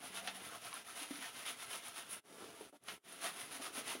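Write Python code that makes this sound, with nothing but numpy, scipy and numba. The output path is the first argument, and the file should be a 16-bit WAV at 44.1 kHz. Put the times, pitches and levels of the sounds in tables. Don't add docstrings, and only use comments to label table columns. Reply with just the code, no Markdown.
import sys
import numpy as np
from scipy import signal
from scipy.io import wavfile
from numba import njit

SR = 44100
rng = np.random.default_rng(int(sys.argv[2]) if len(sys.argv) > 2 else 0)


def dump_mix(stems):
    frames = np.atleast_2d(stems).T
    limited = np.clip(frames, -1, 1)
    pcm = np.round(limited * 32767).astype(np.int16)
    wavfile.write(sys.argv[1], SR, pcm)


N = 176400
T = np.arange(N) / SR


def amp(db):
    return 10 ** (np.asarray(db) / 20)


def unit(x):
    return x / np.sqrt(np.mean(x ** 2) + 1e-20)


def read(points, hz):
    f, value = np.transpose(points)
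    return np.interp(np.log(hz + 1), np.log(f), value)


def add(mix, start_s, sound):
    part = mix[round(start_s * SR):][:len(sound)]
    part += sound[:len(part)]


def colour(x, spectrum, size=4096):
    log_gain = np.log(amp(read(spectrum, abs(np.fft.fftfreq(size, 1 / SR)))))
    taps = np.fft.ifft(np.exp(np.conj(signal.hilbert(log_gain)))).real[:size // 2]
    return signal.fftconvolve(x, taps / np.linalg.norm(taps))[:len(x)]


def grains(per_s, spread_db):
    size = amp(spread_db * np.minimum(rng.exponential(1, N), 3.2))
    return unit(size * rng.choice([-1, 1], N) * (rng.random(N) < per_s / SR))


def drift(hold_s):
    window = np.hanning(int(2 * hold_s * SR))
    return unit(signal.fftconvolve(rng.standard_normal(N + len(window) - 1), window, "valid"))


def resonate(x, hz, width_hz):
    carrier = np.exp(2j * np.pi * np.cumsum(hz * np.ones(len(x))) / SR)
    pole = np.exp(-np.pi * width_hz / SR)
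    return (carrier * signal.lfilter([1 - pole], [1, -pole], x / carrier)).real


# frequency in Hz, relative level in dB.
ROOM_TONE_EQ = [(25, -35), (350, 0.5), (2000, -32.5), (10000, -2.5), (16000, -17)]

def room_tone():
    return amp(-71.5) * colour(rng.standard_normal(N), ROOM_TONE_EQ)


# touch in seconds, lift in seconds, level in dB.
CONTACTS = [(-.1, 0.595, -59), (0.608, 0.82, -58.5), (0.838, 2.196, -59.5), (2.235, 2.69, -65),
            (2.807, 2.976, -65.5), (3.032, 4.1, -60)]

def contact(fade_s=0.027):
    return sum(amp(db) * np.clip(np.minimum(T - on, off - T) / fade_s + .5, 0, 1)
               for on, off, db in CONTACTS)


# time in seconds, level at the firmest touch in dB.
SKIN_FADER = [(0, -62), (1.1, -69), (1.75, -67), (2.42, -63.5), (2.92, -55.5), (3.1, -66.5), (3.3, -65),
              (4, -65)]
# frequency in Hz, relative level in dB.
SKIN_EQ = [(25, -48), (60, -15), (115, -6), (160, -6.5), (270, -4.5), (680, -7), (1200, -26), (3000, -19),
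           (16000, -62)]

def skin(touch):
    envelope = touch / touch.max() * amp(np.interp(T, *np.transpose(SKIN_FADER)))
    return colour(envelope * grains(560, spread_db=5), SKIN_EQ)


# fastest moment in seconds, half length in seconds, rub in dB, fizz in dB.
STROKES = [(.057, 0.031, -53.5, -54), (0.17, 0.026, -48.5, -53), (0.268, .028, -53, -56.5),
           (0.364, .016, -53, -52), (0.454, 0.03, -53, -54.5), (0.55, 0.033, -55.5, -60),
           (0.664, .026, -51, -53), (0.766, 0.037, -53, -56.5), (0.894, .028, -53.5, -55),
           (1.005, 0.035, -47, -49), (1.136, 0.035, -52, -53.5), (1.244, 0.04, -48.5, -53),
           (1.39, 0.033, -52, -53.5), (1.491, 0.035, -47.5, -49.5), (1.622, 0.027, -50.5, -52),
           (1.738, 0.036, -47, -49), (1.865, .027, -52, -53), (1.982, 0.029, -50, -51.5),
           (2.129, 0.027, -52, -50), (2.422, 0.087, -61.5, -63.5), (2.62, 0.11, -64.5, -64.5),
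           (2.764, 0.022, -70.5, -77), (2.905, 0.032, -52, -54), (3.11, 0.043, -58, -57),
           (3.258, 0.033, -43.5, -45.5), (3.399, 0.042, -52, -52), (3.544, 0.029, -49.5, -50),
           (3.648, 0.026, -47, -50), (3.779, 0.026, -45.5, -46.5), (3.904, 0.039, -46, -49.5)]
# frequency in Hz, relative level in dB.
RUB_EQ = [(25, -44), (110, -34), (200, -6.5), (280, -8), (500, -7.5), (700, -2), (900, -3), (1300, 0),
          (1900, -1.5), (3200, -1), (4600, -6.5), (6400, -7), (7800, -15), (16000, -17.5)]
FIZZ_EQ = [(100, -33), (2000, -56), (6000, -15), (7800, -18), (8900, -5.5), (9950, 2), (10900, -5),
           (12600, -20), (15800, -17.5)]

def brush(touch):
    rub_power, fizz_power = touch ** 2, (touch * amp(-4)) ** 2
    for peak_s, half_s, rub_db, fizz_db in STROKES:
        speed = np.exp(-.5 * ((T - peak_s) / half_s) ** 2)
        rub_power += (amp(rub_db) * speed) ** 2
        fizz_power += (amp(fizz_db) * speed ** 1.06) ** 2
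    rub, fizz = np.sqrt(rub_power), np.sqrt(fizz_power)
    clumps = amp(.9 * drift(0.013))
    bristles = colour(rub * clumps * grains(5000, spread_db=3), RUB_EQ)
    froth = amp(1.3 * drift(0.012))
    foam = colour(fizz * clumps * froth * grains(7000, spread_db=2.5), FIZZ_EQ)
    return bristles + foam + pockets(rub)


def pockets(rub, range_hz=(944, 3545), q=22, life_s=0.033, slide=0.076, swing_db=13):
    out = np.zeros(N)
    for hz in np.geomspace(*range_hz, num=6):
        pitch = hz * np.exp(slide * drift(life_s))
        ring = unit(resonate(grains(1800, spread_db=1), pitch, hz / q))
        opening = amp(swing_db * np.tanh(drift(life_s)))
        out += ring * opening
    return rub * amp(-10) * unit(out)


# centre in seconds, level in dB, pitch in Hz.
HOLLOWS = [(0.044, -55.5, 724), (.061, -61, 1335), (.165, -58, 675), (.225, -59, 716), (.279, -51, 747),
           (.376, -58.5, 770), (.483, -61, 1300), (.528, -57, 1360), (.55, -57, 1100), (.563, -57.5, 682),
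           (0.669, -57, 698), (.682, -57, 1350), (.739, -53.5, 1073), (.766, -57, 1320), (.893, -55, 1300),
           (1.022, -64.5, 705), (1.242, -54.5, 1840), (1.467, -56, 2070), (1.485, -48, 3068),
           (1.485, -51, 3400), (1.489, -59, 1313), (1.633, -58, 1310), (1.735, -53, 3100),
           (1.747, -58.5, 674), (2.898, -56, 1360), (3.255, -47, 678), (3.67, -53, 1250), (3.788, -53, 680),
           (3.917, -52.5, 945)]

def hollows(q=17.7, half_s=.016):
    out = np.zeros(N)
    for centre_s, db, hz in HOLLOWS:
        near = abs(T - centre_s) < .1
        swell = np.exp(-.5 * ((T[near] - centre_s) / half_s) ** 2)
        ring = swell * resonate(rng.standard_normal(N)[near], hz, hz / q)
        out[near] += amp(db) * ring * np.linalg.norm(swell) / np.linalg.norm(ring)
    return out


def hum(hz=192, start_s=0.074, end_s=0.456, fade_s=0.051):
    envelope = np.clip(np.minimum(T - start_s, end_s - T) / fade_s, 0, 1)
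    return amp(-66) * np.sqrt(2) * envelope * np.sin(2 * np.pi * hz * T)


# start in seconds, level in dB.
SNAPS = [(.273, -36.5), (0.741, -39), (1.883, -37.5), (2.838, -44.5), (3.868, -42)]

def snaps(decay_s=0.0013):
    ticks, t = np.zeros(N), T[:SR // 10]
    for start_s, db in SNAPS:
        add(ticks, start_s, amp(db) * np.exp(-t / decay_s) * rng.standard_normal(len(t)))
    return colour(ticks, FIZZ_EQ)


# start in seconds, level in dB, decay in seconds.
SQUELCHES = [(.2738, -37, 0.014), (0.728, -40, 0.0026), (1.156, -43.5, .004), (1.48, -48.5, 0.021),
             (2.883, -40.5, 0.016)]
# frequency in Hz, relative level in dB.
SQUELCH_EQ = [(100, -65), (450, -9), (700, -7), (1500, 2), (3100, 2.5), (6000, -6.5), (8000, -21),
              (10000, -26), (16000, -43)]

def squelches(attack_s=.001):
    bursts, t = np.zeros(N), T[:SR // 10]
    for start_s, db, decay_s in SQUELCHES:
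        envelope = np.minimum(t / attack_s, 1) * np.exp(-t / decay_s)
        add(bursts, start_s, amp(db) * envelope * rng.standard_normal(len(t)))
    return colour(bursts, SQUELCH_EQ)


# start in seconds, level in dB, pitch in Hz, decay in seconds, relative slap in dB.
PATS = [(1.015, -51, 292, 0.024, -9), (1.108, -35.5, 282, 0.0079, -15), (1.187, -47.5, 257, 0.009, -22),
        (2.432, -45, 350, .0059, -6.5), (2.609, -48, 350, 0.006, 2.5), (2.727, -47, 300, 0.015, -0.5),
        (2.914, -52.5, 188, 0.017, -14), (3.598, -46, 276, 0.0065, -4), (3.777, -43, 277, 0.0063, -4),
        (3.95, -45, 328, 0.0049, -0.5)]
# frequency in Hz, relative level in dB.
SLAP_EQ = [(25, -59), (220, 0.5), (680, 2), (1150, -7), (1700, -23), (16000, -39)]

def pats(low_cut_hz=190):
    out, t = np.zeros(N), T[:SR // 8]
    for start_s, db, hz, decay_s, slap_db in PATS:
        fade = np.exp(-t / decay_s)
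        plop = fade * np.sin(2 * np.pi * hz * t)
        slap = amp(slap_db) * colour(fade * rng.standard_normal(len(t)), SLAP_EQ)
        add(out, start_s, amp(db) * (plop + slap))
    return signal.sosfilt(signal.butter(2, low_cut_hz, "high", fs=SR, output="sos"), out)


# time in seconds, level in dB.
SLEEVE_FADER = [(2.15, -86.5), (2.25, -63), (2.42, -56), (2.55, -64), (2.63, -63), (2.76, -70.5),
                (2.83, -70.5), (3.1, -67), (3.5, -63.5), (4, -58.5)]
# frequency in Hz, relative level in dB.
SLEEVE_EQ = [(25, -65), (120, -13.5), (300, 2), (420, 1.5), (700, -7), (1300, -5.5), (2200, -22.5),
             (5000, -18), (16000, -33)]

def sleeve():
    envelope = amp(np.interp(T, *np.transpose(SLEEVE_FADER)))
    return colour(envelope * grains(1500, spread_db=4.5), SLEEVE_EQ)


# frequency in Hz, time to fall 60 dB in seconds.
REVERB_TIMES = [(100, 0.43), (500, 0.14), (3000, 0.23), (10000, 0.11), (16000, 0.23)]

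def tail(echoes_per_s=3000, predelay_s=.003):
    n = SR // 2
    taps = rng.standard_normal(n) * (rng.random(n) < echoes_per_s / SR) * (T[:n] > predelay_s)
    hz, t, bands = signal.stft(taps, SR, nperseg=256)
    decay = amp(-60 * t / read(REVERB_TIMES, hz)[:, None])
    echo = signal.istft(bands * decay, SR, nperseg=256)[1]
    return echo / np.linalg.norm(echo)


# frequency in Hz, width in Hz, linear gain.
ROOM_MODES = [(267, 53, 0.31), (427.4, 20, 0.79), (683.5, 35, 0.89), (1332, 29, 0.77), (2040, 27, 0.39),
              (2980, 130, 0.23), (3670, 100, .3)]

def room(dry, wet_db=-7.5):
    blend = np.array([drift(.12) for _ in range(4)])
    blend /= np.linalg.norm(blend, axis=0)
    wet = sum(signal.fftconvolve(dry * share, tail())[:N] for share in blend)
    mix = (dry + amp(wet_db) * wet) / np.sqrt(1 + amp(wet_db) ** 2)
    return mix + sum(gain * signal.lfilter(*signal.iirpeak(hz, hz / width, SR), mix)
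                     for hz, width, gain in ROOM_MODES)


def scene():
    touch = contact()
    foley = brush(touch) + skin(touch) + squelches() + snaps() + pats() + sleeve()
    return np.tile(room(foley) + hollows() + room_tone() + hum(), (2, 1))


@njit
def gate_gain(target, open_s, close_s):
    out, gain = np.empty(len(target)), 1.
    for i in range(len(target)):
        lag_s = open_s if target[i] > gain else close_s
        gain += (target[i] - gain) / (lag_s * SR)
        out[i] = gain
    return out


def record(dry):
    threshold_db, slope, depth_db, detector_s, high_cut_hz = -59.5, 5.26, 17.5, 0.008, 15900
    window = np.hanning(int(2 * detector_s * SR))
    power = signal.fftconvolve(dry[0] ** 2, window / window.sum(), "same")
    under_db = np.maximum(threshold_db - 10 * np.log10(abs(power) + 1e-14), 0)
    target = amp(-np.minimum(slope * under_db, depth_db))
    gated = dry * gate_gain(target, open_s=0.041, close_s=0.0038)
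    high_cut = signal.firwin(511, high_cut_hz, window=("kaiser", 9), fs=SR)
    return signal.oaconvolve(gated, high_cut[None], "same")


dry = scene()
out = record(dry)
dump_mix(out)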